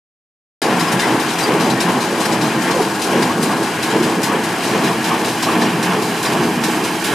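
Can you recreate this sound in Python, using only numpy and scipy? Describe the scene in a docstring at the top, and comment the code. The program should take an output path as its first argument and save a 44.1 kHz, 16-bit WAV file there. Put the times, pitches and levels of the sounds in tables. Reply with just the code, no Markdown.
"""An open field: a tractor pulls a square baler past, and the sound cuts in abruptly.
A diesel, a thin whine and faint wind form the bed, dotted with short booms, groans and squeaks. Drive
chains rattle, slack clanks, dry hay crackles and pickup tines clash on their steel guards. The plunger
carries the rhythm, ramming hay about 1.25 times a second and shaking the bale chamber, sheet panels and
linkage. The rattle drifts from the left to the centre and brightens as the baler comes abreast."""
import sys
import numpy as np
from scipy import signal
from scipy.fft import rfft, irfft, next_fast_len
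from scipy.io import wavfile
from scipy.ndimage import uniform_filter1d, map_coordinates

SR = 44100
rng = np.random.default_rng(int(sys.argv[2]) if len(sys.argv) > 2 else 0)


def unload_wav(signal):
    """Save mono or channel-first audio to the path in sys.argv[1] as 16-bit WAV at rate SR, clipped to [-1, 1]."""
    wavfile.write(
        sys.argv[1],
        SR,
        np.round(np.clip(np.atleast_2d(signal).T, -1, 1) * 32767).astype(np.int16),
    )


N = 314874
T = np.arange(N) / SR
DIRECT_ONLY = np.array([[1], [0]])  # layers are (direct, scattered) pairs until they are placed

# Tone curves of wind, silencer, rubbing stalks and tine contacts: f/Hz, level/dB
WIND_EQ = [(15, 2), (30, -13), (60, -15), (100, 13), (200, -5), (1000, -70)]
EXHAUST_EQ = [(40, -40), (70, -31), (100, -1.5), (170, -13.5), (330, 1), (600, -14.5), (1000, -22),
              (2000, -30), (4000, -39)]
HAY_EQ = [(2500, -14), (3400, -6), (4050, 5), (4370, 1), (4750, 4), (5300, 1), (5800, 0.5), (8000, -1),
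          (10500, -4), (12500, -7.5), (15000, -17.5)]
TINE_EQ = [(1200, -7), (2500, 6), (3500, 1), (4000, 5.5), (4370, 1), (4800, 3), (6000, -1), (8000, -2.5),
           (10500, -8.5), (12500, -6.5), (15000, -22)]
# Thin whining tones: f/Hz at pitch ratio 1, relative level/dB
WHINE_TONES = [(1372, -3), (1496, 1), (1517, -3), (1640, -0.5), (1660, -1.5), (1712, -2), (1795, -7)]
# Ride of the whine: t/s, level/dB, pitch ratio
WHINE_RIDE = [(0.6, -31, 1.04), (1.3, -33, 0.92), (2.1, -33.5, 0.97), (2.7, -33, 0.96), (3.6, -30.5, 0.98),
              (4.5, -33.5, 1.001), (5.4, -41, 1.09), (7.1, -43, 1.04)]
# Short low booms, groans and high squeaks: t/s, f/Hz, pitch waver/Hz, relative level/dB, half length/s
SHORT_NOTES = [(0.873, 1112, 80, -24, .015), (0.886, 5020, 120, -32, 0.012),
               (1.036, 1935, 150, -25.5, 0.022), (1.412, 3940, 76, -34, 0.01),
               (1.443, 4780, 60, -24.5, 0.012), (1.784, 1870, 53, -29.5, 0.016),
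               (1.909, 1030, 55, -23, 0.018), (2.686, 1800, 200, -31, 0.033),
               (2.786, 504, 35.5, -24, 0.033), (2.808, 408, 23, -18, 0.013), (3.149, 450, 25, -24, 0.028),
               (3.167, 520, 28, -23, 0.018), (3.207, 360, 19, -20, 0.014), (3.31, 1100, 66, -24, 0.012),
               (3.513, 1106, 70, -23, 0.016), (3.87, 325, 9.7, -27, 0.016), (4.016, 366, 9.3, -19, 0.018),
               (4.3, 1135, 68, -26, .018), (5.13, 1120, 90, -28, 0.024), (5.486, 1128, 68, -23, 0.011),
               (5.625, 904, 18, -23, 0.014), (5.77, 163, 5.8, -26, 0.03), (5.895, 179.5, 8.6, -18.5, 0.021),
               (5.932, 1143, 61, -26, 0.014), (5.989, 422, 14, -24, .018), (6.277, 4750, 53, -32, 0.012),
               (6.35, 885, 61, -27, 0.016), (6.412, 364, 8.3, -20, 0.023)]
# Clanks of slack in the drive: t/s, relative level/dB, decay/s
CLANKS = [(0.806, -19, .014), (0.995, -20, 0.018), (1.803, -28, 0.011), (2.253, -15, .009),
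          (3.222, -21, .018), (4.236, -20, 0.017), (5.618, -15, .012), (5.828, -20, .018),
          (6.25, -17.5, .02), (6.636, -18, 0.027)]
# Tine clashes, five a second plus stray knocks: t/s, relative level/dB, top treble offset/dB, decay/s
CLASHES = [(0.607, -15, -0.5, 0.039), (0.793, -19, 3.5, 0.059), (0.917, -17.5, 8, 0.023),
           (0.991, -15, -1, 0.045), (1.196, -21, 2.5, 0.05), (1.284, -20.5, -3, 0.073),
           (1.384, -18, 4, 0.05), (1.6, -18.5, -0.5, 0.064), (1.697, -15.5, -3, 0.025),
           (1.801, -12.5, 1, 0.029), (2.002, -19.5, -2, 0.066), (2.199, -18.5, 0, 0.063),
           (2.252, -12, 3, 0.011), (2.32, -16, -3, 0.022), (2.408, -19.5, -1, 0.06),
           (2.617, -25, 7.5, 0.04), (2.707, -15.5, -4, 0.022), (2.814, -21.0, 0, 0.05),
           (3.015, -17, 2, 0.057), (3.221, -15, -1, 0.026), (3.424, -15.5, 5.5, 0.026),
           (3.628, -19, -1.1, 0.023), (3.824, -15, 1.1, 0.032), (3.906, -19.4, -4.4, 0.024),
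           (4.024, -19, 0, 0.049), (4.229, -16.5, 9.5, 0.024), (4.434, -20, 2.5, 0.03),
           (4.63, -19.5, 0.5, 0.099), (4.835, -19.5, 2, 0.072), (5.04, -16, 2.5, 0.028),
           (5.243, -16.5, -1, 0.028), (5.28, -17, -2, 0.03), (5.422, -13, 0, 0.034),
           (5.609, -18.5, -5, 0.059), (5.826, -16, 1, 0.027), (6.019, -20.5, 0, 0.05),
           (6.226, -17.5, 4.5, 0.038), (6.25, -17, -3, 0.02), (6.326, -19, 1, 0.018),
           (6.432, -18.5, -3, 0.021), (6.635, -13.5, 0, 0.03), (6.837, -18, -1, 0.051),
           (7.037, -17.5, 2.5, 0.068)]
# Ring of the steel guards: f/Hz, relative level/dB
GUARD_MODES = [(3050, -0.5), (3700, 3), (4005, 5.5), (4600, -4), (4780, 4.5), (5270, 6.5), (5750, -2.5),
               (6150, 3), (6980, 2.5), (7800, 0), (8750, 1), (9800, 1), (10700, -0.5)]
# Resonances of the baler's parts: f/Hz, bandwidth/Hz, relative level/dB
CHAIN_MODES = [(1356, 39, 1.5), (1505, 102, 1), (1640, 107, 4), (1844, 250, 0.5), (2130, 283, -0.5),
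               (2450, 127, -1), (2630, 150, -2), (3174, 880, -5.5)]
FRAME_MODES = [(1700, 340, 10), (2450, 280, 3), (3050, 330, -5), (4100, 300, -1), (4800, 380, -2),
               (5470, 650, -3), (7160, 1300, -8)]
CHAMBER_MODES = [(109, 3.6, -12.5), (130.6, 13.6, -5.5), (171.6, 12.7, 1.5), (199.3, 13.4, 0.5),
                 (232, 17.3, 2.2), (269.7, 22, -2)]
PANEL_MODES = [(317.4, 20, 3), (360, 33, -2), (391, 38, -2.5), (449.4, 22.7, -2), (515, 20.7, -4),
               (583, 24, -9.5)]
LINKAGE_MODES = [(663, 74, 0), (756, 41, 3), (832, 44.5, 2), (902, 23.4, 5.5), (986, 108, 0.5),
                 (1060, 63, 2.5), (1115, 43.5, 1.5), (1280, 62, -5)]
# Crank turns, each with its own wad of hay: t/s, plunger load/dB, feeder load/dB, chain tension/dB
CRANK_TURNS = [(0.591, -4.5, -4, 2.5), (1.396, 0.5, 0, 0.5), (2.209, -1.5, 1, 0.3), (3.018, 0.5, -1, -1),
               (3.825, -1, -1.7, 0.5), (4.636, -0.9, -0.5, 1), (5.421, 1.5, 0, 1.1), (6.229, 0.5, -2, 0.5),
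               (7.038, 1, 0, 2.5)]
# The plunger meets the hay, squeezes it, and the chamber springs back:
# peak time in the turn/s, rise/s, fall/s, chamber/dB, panels/dB, linkage/dB, chains/dB
PLUNGER_STROKES = [(0.125, 0.052, 0.017, -26.5, -21.5, -22.5, -26),
                   (0.23, 0.059, 0.04, -19, -20.5, -22.5, -28), (0.36, 0.016, 0.03, -20, -24.5, -38, -60)]
# The feeder fork sweeps in the next wad and swings back: same columns
FEEDER_STROKES = [(0.49, 0.047, 0.031, -25.5, -25.5, -23.5, -25),
                  (0.585, 0.053, 0.053, -26.5, -21.5, -25, -40)]
# Bed of shaking between strokes: chamber/dB, panels/dB, linkage/dB, chains/dB
IDLE_DB = (-27.5, -25.5, -24.5, -26)
# Jolts from lumps of hay and bumpy ground: t/s, chamber/dB, panels/dB, linkage/dB
JOLTS = [(0.68, -23, -17, -23.5), (0.75, -20, -20.5, -27), (0.82, -27, -40, -24), (0.95, -18.5, -24, -23),
         (1.08, -24, -17, -19.5), (1.14, -20, -18, -23), (1.28, -27.5, -32, -38), (1.51, -34.0, -15, -30),
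         (1.68, -34.0, -19, -22), (1.73, -20, -22, -26), (1.89, -21, -25, -31), (1.97, -21, -28, -25),
         (2.13, -24, -20.5, -27), (2.21, -28, -20, -22), (2.33, -21, -18, -28), (2.44, -21, -34.0, -36),
         (2.57, -22, -24, -34.0), (2.79, -33, -20, -24), (3.17, -23, -17.5, -28), (3.44, -21, -20, -38),
         (3.52, -22, -24, -24), (3.96, -20, -16.5, -26), (4.1, -37, -17, -24), (4.18, -22, -19, -36),
         (4.27, -24, -30, -27), (4.34, -25, -18.5, -23), (4.39, -27, -28, -26), (4.71, -36, -29, -22),
         (4.76, -24, -21, -32), (4.91, -24, -21, -22), (5.12, -23, -28, -21.5), (5.49, -34, -24, -22),
         (5.59, -23, -21, -38), (5.93, -32, -30, -23.5), (5.99, -26, -24, -34.0), (6.11, -23, -38, -41),
         (6.35, -22, -23, -24), (6.43, -26, -29, -30), (6.67, -22, -20.5, -34.0)]
# The linkage faces away as the baler goes by: t/s, gain/dB
LINKAGE_RIDE = [(0.6, 2.1), (3.4, -0.2), (5.4, 0.7), (7.0, -0.7)]
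# The pass-by: t/s, rattle left minus right/dB, nearness (0-1)
PASS_BY = [(0.6, 5, 0.06), (2.5, 5, 0), (3.2, 4.5, 0.04), (4.6, 3, 0.04), (5.2, 2.5, 0.55), (6.2, 0.6, 0.6),
           (7.1, -0.5, 0.9)]
# Stereo width: f/Hz, side gain/dB
STEREO_WIDTH = [(60, -9), (130, -24), (200, -31), (330, -27.5), (450, -22.5), (600, -14.5), (760, -18.5),
                (1000, -13.5), (1300, -7.5), (1650, -13), (1900, -10.5), (2500, -11), (4000, -7.5),
                (5600, -9), (10000, -5.5), (14000, -2)]
# Stereo balance: f/Hz, left minus right/dB
STEREO_BALANCE = [(60, 0), (240, -0.26), (600, -0.7), (1250, 1.2), (1650, -3.3), (1870, 0), (2300, -1.8),
                  (3000, -1.6), (4050, 1), (5000, 0.5), (7500, -0.4), (10500, 0), (15000, -2.2)]
# Notches from the ground echo: f/Hz, bandwidth/Hz, depth at full nearness (0-1)
GROUND_NOTCHES = [(544, 63, 0.8), (2000, 120, 0.9)]


def from_db(db):
    """Decibels to gain."""
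    return np.exp(np.asarray(db) * (np.log(10) / 20))


def rms_one(x):
    """Scale to unit power."""
    return x / np.sqrt(np.mean(x ** 2) + 1e-20)


def levelled(x, span_s):
    """Hold the direct signal at unit power over short spans, so an envelope can set the level."""
    return x / np.sqrt(uniform_filter1d(x[0] ** 2, int(span_s * SR)) + 1e-12)


def automation(rows):
    """One curve per value column of a timed table."""
    times, *columns = np.transpose(rows)
    return [np.interp(T, times, column) for column in columns]


def wander(span_s):
    """Random drift of unit power, gliding to a new value once per span."""
    steps = T / span_s
    count = int(steps[-1]) + 2
    return rms_one(np.interp(steps, np.arange(count), rng.standard_normal(count)))


def equalise(x, curve, share=1):
    """Filter by a tone curve, or by a share of its decibels."""
    size = next_fast_len(N + 8192)
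    hz, db = np.transpose(curve)
    bins_hz = np.maximum(np.fft.rfftfreq(size, 1 / SR), 1)
    gain = from_db(share * np.interp(np.log(bins_hz), np.log(hz), db))
    return irfft(rfft(x, size) * gain, size)[..., :N]


def contacts(per_s, spread_db):
    """Random knocks of uneven force, as two unrelated trains (direct and scattered)."""
    hit = rng.random((2, N)) < per_s / SR
    trains, count = np.zeros((2, N)), hit.sum()
    force = from_db(spread_db * np.minimum(rng.exponential(1, count), 4))
    trains[hit] = force * rng.choice([-1, 1], count)
    return trains


def resonate(x, modes):
    """Parallel resonances of alternating sign; the body radiates little outside their range."""
    out = 0
    for k, (hz, width_hz, db) in enumerate(modes):
        r = np.exp(-np.pi * width_hz / SR)
        poles = [1, -2 * r * np.cos(2 * np.pi * hz / SR), r * r]
        ring = (1 - r * r) / 2 * signal.lfilter([1, 0, -1], poles, x + 1e-18)
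        out = out + (-1) ** k * from_db(db) * ring
    edges_hz = [modes[0][0] * 0.842, modes[-1][0] * 1.056]
    return signal.sosfilt(signal.butter(4, edges_hz, "band", fs=SR, output="sos"), out)


def hit_envelope(hits, rise_s, length_s):
    """Fast attacks with exponential tails, summed in power; a hit is t/s, level/dB, decay/s."""
    power = np.zeros(N)
    for s, db, decay_s in hits:
        near = slice(int(s * SR), int((s + length_s) * SR))
        age = np.maximum(T[near] - s, 0)
        power[near] += (from_db(db) * (1 - np.exp(-age / rise_s)) * np.exp(-age / decay_s)) ** 2
    return np.sqrt(power)


def wind(level_db):
    """Moving air lays a faint, wide rumble under the scene."""
    return from_db(level_db) * rms_one(equalise(rng.standard_normal((2, N)), WIND_EQ))


def diesel(level_db, firing_hz, rough):
    """Uneven firings with a puff of gas each, through the silencer."""
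    cycles = np.cumsum(firing_hz * (1 + .015 * wander(span_s=.35))) / SR
    firings = np.diff(np.floor(cycles), prepend=0) * (1 + rough * rng.standard_normal(N))
    puffs = np.exp(-(cycles % 1) / 0.63) * rng.standard_normal((2, N))
    exhaust = rms_one(firings) + 0.88 * rms_one(puffs)
    return from_db(level_db) * rms_one(equalise(exhaust, EXHAUST_EQ))


def whine(waver, flutter_db):
    """Thin whining tones that drift and waver in pitch together."""
    level_db, pitch_ratio = automation(WHINE_RIDE)
    warped_s = np.cumsum(pitch_ratio * (1 + waver * wander(span_s=.04))) / SR
    tones = sum(from_db(db + flutter_db * wander(span_s=0.231)) * np.sin(2 * np.pi * hz * warped_s)
                for hz, db in WHINE_TONES)
    return from_db(level_db) * rms_one(tones) * DIRECT_ONLY


def booms_and_squeaks(gain_db, rough):
    """Short low booms, groans and high squeaks, all rough; the low ones waver more slowly."""
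    out = np.zeros(N)
    for s, hz, waver_hz, db, half_s in SHORT_NOTES:
        near = slice(int((s - .2) * SR), int((s + .2) * SR))
        step_s = max(0.003, 3 / hz)  # each waver lasts at least three cycles
        steps = (T[near] - T[near][0]) / step_s
        waver, flutter = [np.interp(steps, np.arange(400), row) for row in rng.standard_normal((2, 400))]
        phase = 2 * np.pi * np.cumsum(hz + waver_hz * waver) / SR
        swell = from_db(db) * np.exp(-.5 * ((T[near] - s) / half_s) ** 2)
        out[near] += swell * (1 + rough * flutter) * np.sin(phase)
    return from_db(gain_db) * out * DIRECT_ONLY


def chains(level_db):
    """Rollers drop onto sprockets in a dense rattle."""
    rattle = resonate(contacts(per_s=6000, spread_db=0.5), CHAIN_MODES)
    return from_db(level_db) * levelled(rattle, span_s=0.058)


def clanks(gain_db):
    """Slack snaps tight: steel lands on steel and chatters for a moment, ringing the frame."""
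    envelope = hit_envelope(CLANKS, rise_s=0.0016, length_s=.3)
    chatter = resonate(contacts(per_s=5000, spread_db=1.0), FRAME_MODES)
    return from_db(gain_db) * envelope * levelled(chatter, span_s=.015)


def guards(per_s, width_hz=47, detune=0.03, spread_db=2, dwell_s=0.035):
    """Touches move from guard to guard; each rings at slightly different pitches and strengths."""
    knocks, out = contacts(per_s, spread_db=-2.0), np.zeros((2, N))
    r, dwell = np.exp(-np.pi * width_hz / SR), int(dwell_s * SR)
    for start in range(0, N, dwell):
        near = slice(start, start + 2 * dwell)
        touches = knocks[:, near].copy()
        touches[:, dwell:] = 0  # leave room for the tail
        for (hz, db), (pitch, force) in zip(GUARD_MODES, rng.standard_normal((len(GUARD_MODES), 2))):
            w = 2 * np.pi * hz * (1 + detune * pitch) / SR
            ring = signal.lfilter([0, np.sin(w)], [1, -2 * r * np.cos(w), r * r], touches + 1e-18)
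            out[:, near] += from_db(db + spread_db * force) * ring
    return out


def hay_stall(dip_db=-2, after_s=0.362, half_s=0.03):
    """The rustle ducks, in dB, as the hay stops sliding at the end of each plunger stroke."""
    return dip_db * sum(np.exp(-.5 * ((T - start - after_s) / half_s) ** 2) for start, *_ in CRANK_TURNS)


def hay(level_db, uneven_db, snap_db, snap_s):
    """Dry stalks rub as the pickup lifts the windrow; bunches snap and loose steel jingles."""
    stalks = rms_one(equalise(contacts(per_s=12000, spread_db=1.0), HAY_EQ))
    breaks = np.abs(contacts(per_s=22, spread_db=-4.0)[0])
    snaps = signal.lfilter([1], [1, -np.exp(-1 / (snap_s * SR))], breaks + 1e-18)
    crackle = stalks * np.hypot(1, from_db(snap_db) * snaps)
    jingle = 0.39 * levelled(guards(per_s=90), span_s=0.25)
    return from_db(level_db + hay_stall() + uneven_db * wander(span_s=.02)) * (crackle + jingle)


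def tines(gain_db, ring_db, rise_s, rebound_s):
    """Each clash sprays tiny steel contacts that ring the guards; a softer, duller rebound follows."""
    rebounds = [(s + rebound_s, db - 11.5, top_db - 0.5, decay_s) for s, db, top_db, decay_s in CLASHES]
    hits = [*CLASHES, *rebounds]
    body_hits = [(s, db, decay_s) for s, db, _, decay_s in hits]
    top_hits = [(s, db + top_db, decay_s) for s, db, top_db, decay_s in hits]
    spray = rms_one(equalise(contacts(per_s=9000, spread_db=1.5), TINE_EQ))
    clash = rms_one(spray + from_db(ring_db) * levelled(guards(per_s=1200), span_s=0.045))
    low = signal.sosfiltfilt(signal.butter(2, 7000, fs=SR, output="sos"), clash)
    body = low * hit_envelope(body_hits, rise_s, length_s=.5)
    top = (clash - low) * hit_envelope(top_hits, rise_s, length_s=.5)
    return from_db(gain_db) * (body + top)


def add_swell(power, peak_s, rise_s, fall_s, parts_db):
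    """Add one bell-shaped swell to the power of each part."""
    near = slice(int((peak_s - .3) * SR), int((peak_s + .3) * SR))
    age = T[near] - peak_s
    bell = np.exp(-.5 * (age / np.where(age < 0, rise_s, fall_s)) ** 2)
    power[:, near] += from_db(parts_db)[:, None] ** 2 * bell


def shaking(uneven_db, chain_uneven_db):
    """Level rides in dB for chamber, panels, linkage and chains: strokes and jolts swell over the idle."""
    power = from_db(IDLE_DB)[:, None] ** 2 * np.ones(N)
    for start, plunger_db, feeder_db, _ in CRANK_TURNS:
        for strokes, load_db in ((PLUNGER_STROKES, plunger_db), (FEEDER_STROKES, feeder_db)):
            for peak_s, rise_s, fall_s, *parts_db in strokes:
                add_swell(power, start + peak_s, rise_s, fall_s, np.array(parts_db) + load_db)
    for s, *parts_db in JOLTS:
        add_swell(power[:3], s, rise_s=0.022, fall_s=0.022, parts_db=parts_db)
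    *body_db, chains_db = 10 * np.log10(power)
    chamber_db, panels_db, linkage_db = [db + uneven_db * wander(span_s=.04) for db in body_db]
    tension_db, = automation([(start + FEEDER_STROKES[0][0] / 2, db) for start, _, _, db in CRANK_TURNS])
    facing_db, = automation(LINKAGE_RIDE)
    chains_db = chains_db + tension_db + chain_uneven_db * wander(span_s=.04)
    return chamber_db, panels_db, linkage_db + facing_db, chains_db


def flexing(x, bend):
    """The walls flex under the hay, bending their resonances up and down by a small share."""
    position = np.arange(N) + np.cumsum(bend * wander(span_s=.09))
    return np.array([map_coordinates(train, [position], order=1, mode="mirror") for train in x])


def baler_body(chamber_db, panels_db, linkage_db):
    """Hay and loose joints knock against chamber, panels and linkage, harder on each stroke."""
    chamber = flexing(resonate(contacts(per_s=700, spread_db=2.5), CHAMBER_MODES), bend=0.02487)
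    panels = flexing(resonate(contacts(per_s=800, spread_db=0.5), PANEL_MODES), bend=0.01508)
    linkage = resonate(contacts(per_s=2200, spread_db=0.5), LINKAGE_MODES)
    return (from_db(chamber_db) * levelled(chamber, span_s=0.0565)
            + from_db(panels_db) * levelled(panels, span_s=0.078)
            + from_db(linkage_db) * levelled(linkage, span_s=0.064))


def beaming(x, nearness, top_hz, lift_db):
    """The top treble beams out of the pickup, so it brightens as the baler comes abreast."""
    top = signal.sosfiltfilt(signal.butter(2, top_hz, "high", fs=SR, output="sos"), x)
    return x + top * (from_db(lift_db * (nearness - nearness.mean())) - 1)


def in_field(pair):
    """Direct sound is the mid, scattered sound the side; each band leans a little left or right."""
    mid, side = pair[0], equalise(pair[1], STEREO_WIDTH)
    left = equalise(mid + side, STEREO_BALANCE, share=.5)
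    right = equalise(mid - side, STEREO_BALANCE, share=-.5)
    return np.array([left, right])


def ground_echo(x, nearness):
    """The echo off the stubble carves narrow notches, deeper as the baler comes abreast."""
    for hz, width_hz, depth in GROUND_NOTCHES:
        band = signal.lfilter(*signal.iirpeak(hz, hz / width_hz, fs=SR), x)
        x = x - depth * nearness * band
    return x


def scene():
    """Mix rumble, tones and the panned rattle over the ground, with wind underneath."""
    chamber_db, panels_db, linkage_db, chains_db = shaking(uneven_db=0.92, chain_uneven_db=0.88)
    pan_db, nearness = automation(PASS_BY)
    rumble = baler_body(chamber_db, panels_db, linkage_db)
    rumble += diesel(level_db=-28.5, firing_hz=67.7, rough=0.23)
    tones = booms_and_squeaks(gain_db=5.0, rough=0.55) + whine(waver=0.0013, flutter_db=1.0)
    pickup = hay(level_db=-31.0, uneven_db=0.86, snap_db=1.0, snap_s=0.007)
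    pickup += tines(gain_db=-3.0, ring_db=-2.0, rise_s=0.0034, rebound_s=0.089)
    rattle = chains(chains_db) + clanks(gain_db=0.5) + pickup
    rattle = beaming(rattle, nearness, top_hz=11600, lift_db=5.0)
    pan = from_db([pan_db / 2, -pan_db / 2])
    machine = in_field(rumble + tones) + in_field(rattle) * pan
    return ground_echo(machine, nearness) + wind(level_db=-55.5)


def record(dry, start_s=0.617, cutoff_hz=15300):
    """Cut in hard, round the peaks and trim the top."""
    gate = np.clip((T - start_s) / .002, 0, 1)
    rounded = 1.664 * np.tanh(dry * gate / 1.929)
    return signal.sosfilt(signal.ellip(10, .1, 90, cutoff_hz, fs=SR, output="sos"), rounded)


dry = scene()
out = record(dry)
unload_wav(out)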